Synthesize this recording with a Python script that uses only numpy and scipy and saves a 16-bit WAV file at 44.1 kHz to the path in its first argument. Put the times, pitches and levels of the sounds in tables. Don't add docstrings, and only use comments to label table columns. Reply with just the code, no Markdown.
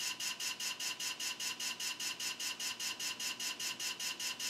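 import sys
import numpy as np
from scipy import signal
from scipy.fft import rfft, irfft, next_fast_len
from scipy.io import wavfile
from scipy.ndimage import map_coordinates

SR = 44100
rng = np.random.default_rng(int(sys.argv[2]) if len(sys.argv) > 2 else 0)


def to_wav(s):
    ch = np.atleast_2d(s).T
    pcm = np.round(np.clip(ch, -1, 1) * 32767)
    wavfile.write(sys.argv[1], SR, pcm.astype(np.int16))


N = 198109

TURN_S, FIRST_TOUCH_S = .199909, -.0028
CREST_S = 0.0785


def disk(turns=23, rub_db=-40.5, settle_db=0.5):
    rubs = amp(rub_db) * rubbing(turns)
    t = np.arange(rubs.shape[1]) / SR
    swishes = rubs + squeaks(t) + whistle(t)
    track = np.zeros(N + 2 * SR)
    for turn, swish in enumerate(swishes):
        start = SR + round((FIRST_TOUCH_S + turn * TURN_S) * SR)
        track[start:start + len(swish)] += amp(settle_db * np.exp(-turn / 4)) * swish
    return track[SR:SR + N]


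def rubbing(turns, drag_hz=1250, hiss_hz=4700):
    rough = surface(turns)
    t = np.arange(rough.shape[1]) / SR
    low = filtered(rough, lambda hz: 1 / (1 + (hz / drag_hz) ** 12))
    body = filtered(rough, lambda hz: 1 / (1 + (hz / hiss_hz) ** 12))
    drag = low * contact(t, crest_db=3.93, swell=67, release_at_s=0.1173, release=620)
    scrape = (body - low) * contact(t, crest_db=0.35, swell=29, release_at_s=0.12, release=450)
    hiss = (rough - body) * contact(t, crest_db=0.72, swell=26, release_at_s=0.091, release=436)
    flare = amp(5 * bump(t, CREST_S, length_s=0.01))
    return signal.fftconvolve(drag + scrape + hiss * flare, frame_ring()[None], axes=1)


def surface(turns, size=6000):
    hz = np.fft.rfftfreq(size, 1 / SR)
    grain = rng.uniform(0, 2 * np.pi, len(hz))
    creep = .04 * hz / 6000 * rng.standard_normal(len(hz))
    loose_dust = amp(-17) * rng.standard_normal((turns, size))
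    phase = grain + np.arange(turns)[:, None] * creep
    return unit(irfft(np.exp(1j * phase))) + loose_dust


def contact(t, crest_db, swell, release_at_s, release, ease=16, attack_s=0.0039):
    attack_db = 9 * np.maximum(1 - t / attack_s, 0)
    slack_db = swell * np.maximum(CREST_S - t, 0) + ease * np.maximum(t - CREST_S, 0)
    release_db = release * np.maximum(t - release_at_s, 0)
    return amp(crest_db - attack_db - slack_db - release_db)


# (frequency [Hz], relative level [dB])
FRICTION_EQ = [(300, -28.5), (850, -17), (1250, -18.5), (1700, -10.5), (2400, -7.5), (2800, -6),
               (3500, -12.5), (4500, -10.5), (5200, -5.5), (7300, -15.5), (11900, -12.5), (12300, -23),
               (13600, -12), (15200, -28)]
# (frequency [Hz], width [Hz], level over broad tone [dB])
FRAME_MODES = [(1004.3, 31.5, 18), (1518, 126, 9.5), (1858, 97, 3.5), (2048, 24, 14), (2410, 11, -21),
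               (2730, 30, 8), (2776, 25, 18), (2948, 18, 17.5), (3160, 103, 15), (3593, 17, 16),
               (3892, 140, 9.5), (4147, 24.6, 19.5), (4280, 72, 12), (4550, 56, -18), (4915, 63, 16.5),
               (4862, 17.5, 12.5), (5260, 34, 14), (5224, 36, 14), (6270, 120, 12.5), (5945, 210, 13.5),
               (6450, 35, 17), (6650, 115, 15), (6940, 61, 21), (7260, 35, 18), (7750, 34, 16),
               (8250, 23, 16.5), (8760, 390, 7), (9810, 360, 3), (11250, 41, 9.5), (12070, 79, 11)]


def frame_ring(size=8192):
    hz = np.fft.rfftfreq(size, 1 / SR)
    peaks = sum(amp(db) ** 2 / (1 + (2 * (hz - centre) / width) ** 2)
                for centre, width, db in FRAME_MODES)
    magnitude = amp(along(FRICTION_EQ, hz)) * np.sqrt(1 + peaks)
    cepstrum = irfft(np.log(magnitude))
    cepstrum[1:size // 2] *= 2
    cepstrum[size // 2 + 1:] = 0
    ring = irfft(np.exp(rfft(cepstrum)))
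    return ring / np.linalg.norm(ring)


# (time after touch [s], pitch [Hz], level [dB], length [s])
SQUEAK_SPOTS = [(.0065, 2885, -38, 0.016), (0.024, 1818, -47.5, 0.017), (0.033, 2890, -47.5, 0.03),
                (0.036, 5323, -44, 0.012), (0.049, 2900, -53, 0.0073), (0.07, 2672, -41, 0.035),
                (0.075, 7070, -41, 0.021), (0.095, 4900, -37.5, 0.006), (0.116, 2965, -38.5, 0.015)]


def squeaks(t):
    return sum(amp(db) * bump(t, at_s, length_s) * np.sin(2 * np.pi * (hz * t + rng.random()))
               for at_s, hz, db, length_s in SQUEAK_SPOTS)


def whistle(t, level_db=-50, top_hz=5404, top_s=.06, bend_hz_per_s2=420000, width_hz=230):
    start_s, end_s, fade_s = 0.023, 0.126, .018
    knots = rng.standard_normal((2, 400))
    sway = unit(np.array([map_coordinates(row, [t * width_hz]) for row in knots]))
    hz = top_hz - bend_hz_per_s2 * (np.minimum(t, end_s) - top_s) ** 2
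    phase = 2 * np.pi * np.cumsum(hz) / SR
    gate = np.clip(np.minimum(t - start_s, end_s - t) / fade_s, 0, 1)
    return amp(level_db) * gate * (sway[0] * np.cos(phase) + sway[1] * np.sin(phase))


# (frequency [Hz], time to fall 60 dB [s])
ROOM_DECAY = [(300, 0.77), (3000, 0.22), (6000, 0.16), (12000, 0.19)]
# (frequency [Hz], side over mid [dB])
STEREO_SPREAD = [(1000, -26), (2000, -58), (3000, -58), (4200, -15.5), (5800, -12), (7500, -29),
                 (13000, -77)]


def room(x, wet_db=-4.5, build_s=0.0027):
    hz, t, noise = signal.stft(rng.standard_normal((2, SR // 2)), SR, nperseg=256)
    decay = amp(-60 * t / along(ROOM_DECAY, hz)[:, None])
    tail = signal.istft(noise * decay, SR)[1]
    tail *= 1 - np.exp(-np.arange(tail.shape[1]) / SR / build_s)
    mid, side = signal.fftconvolve(x[None], tail / np.linalg.norm(tail[0]), axes=1)[:, :N]
    side = filtered(side, lambda hz: amp(along(STEREO_SPREAD, hz)))
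    return amp(wet_db) * np.array([mid + side, mid - side])


# (frequency [Hz], relative level [dB])
FAN_EQ = [(410, -29), (700, -1.5), (1000, -6), (1300, -4), (1950, -14), (2590, 0), (3030, -4), (5500, -5.5),
          (8000, -14.5), (15500, -33.5)]
# (frequency [Hz], relative level [dB])
RUMBLE_EQ = [(20, -24), (45, -28), (80, -8.5), (140, -1), (220, 2), (320, 3.5), (480, 0.5), (750, -7),
             (1000, -29), (1500, -22), (3000, -60)]


def fans(rush_db=-57, rumble_db=-63.3, rise_db_per_s=0.5):
    t = np.arange(N) / SR
    return amp(rush_db) * air(FAN_EQ) + amp(rumble_db + rise_db_per_s * t) * air(RUMBLE_EQ)


# (frequency [Hz], left-right correlation [0 to 1])
AIR_IMAGE = [(30, .35), (70, 0.47), (250, 0.71), (500, 0.42), (1000, 0.92), (4000, 0.96)]


def air(eq):
    def mid_side_gains(hz):
        angle = np.arccos(np.clip(along(AIR_IMAGE, hz), -1, 1)) / 2
        return amp(along(eq, hz)) * [np.cos(angle), np.sin(angle)]

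    mid, side = filtered(rng.standard_normal((2, N)), mid_side_gains)
    return unit(np.array([mid + side, mid - side]))


# (frequency [Hz], rms level [dB])
HUM_TONES = [(60, -87.5), (120, -74.5), (180, -74.5), (240, -68.5), (300, -71.5), (360, -72), (480, -79.5),
             (605, -78), (684, -80)]


def hum(waver_db=1, waver_hz=1.97):
    t = np.arange(N) / SR
    drone = np.zeros(N)
    for hz, db in HUM_TONES:
        gain = np.sqrt(2) * amp(db + waver_db * wobble(waver_hz))
        drone += gain * np.sin(2 * np.pi * (hz * t + rng.random()))
    return drone


def amp(db):
    return 10 ** (np.asarray(db) / 20)


def unit(x):
    return x / np.sqrt(np.mean(x ** 2) + 1e-20)


def along(points, hz):
    freqs, values = np.transpose(points)
    return np.interp(np.log(hz + 1), np.log(freqs + 1), values)


def bump(t, centre_s, length_s):
    return np.cos(np.pi * np.clip((t - centre_s) / length_s, -.5, .5)) ** 2


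def wobble(rate):
    knots = rng.standard_normal(int(N * rate / SR) + 4)
    return map_coordinates(knots, [np.arange(N) * rate / SR])


def filtered(x, response):
    size = next_fast_len(x.shape[-1] + SR // 10)
    hz = np.fft.rfftfreq(size, 1 / SR)
    return irfft(rfft(x, size) * response(hz), size)[..., :x.shape[-1]]


def scene():
    drive = disk()
    return drive + room(drive) + hum() + fans()


def record(dry):
    top_hz = 15650
    return filtered(dry, lambda hz: hz < top_hz)


dry = scene()
out = record(dry)
to_wav(out)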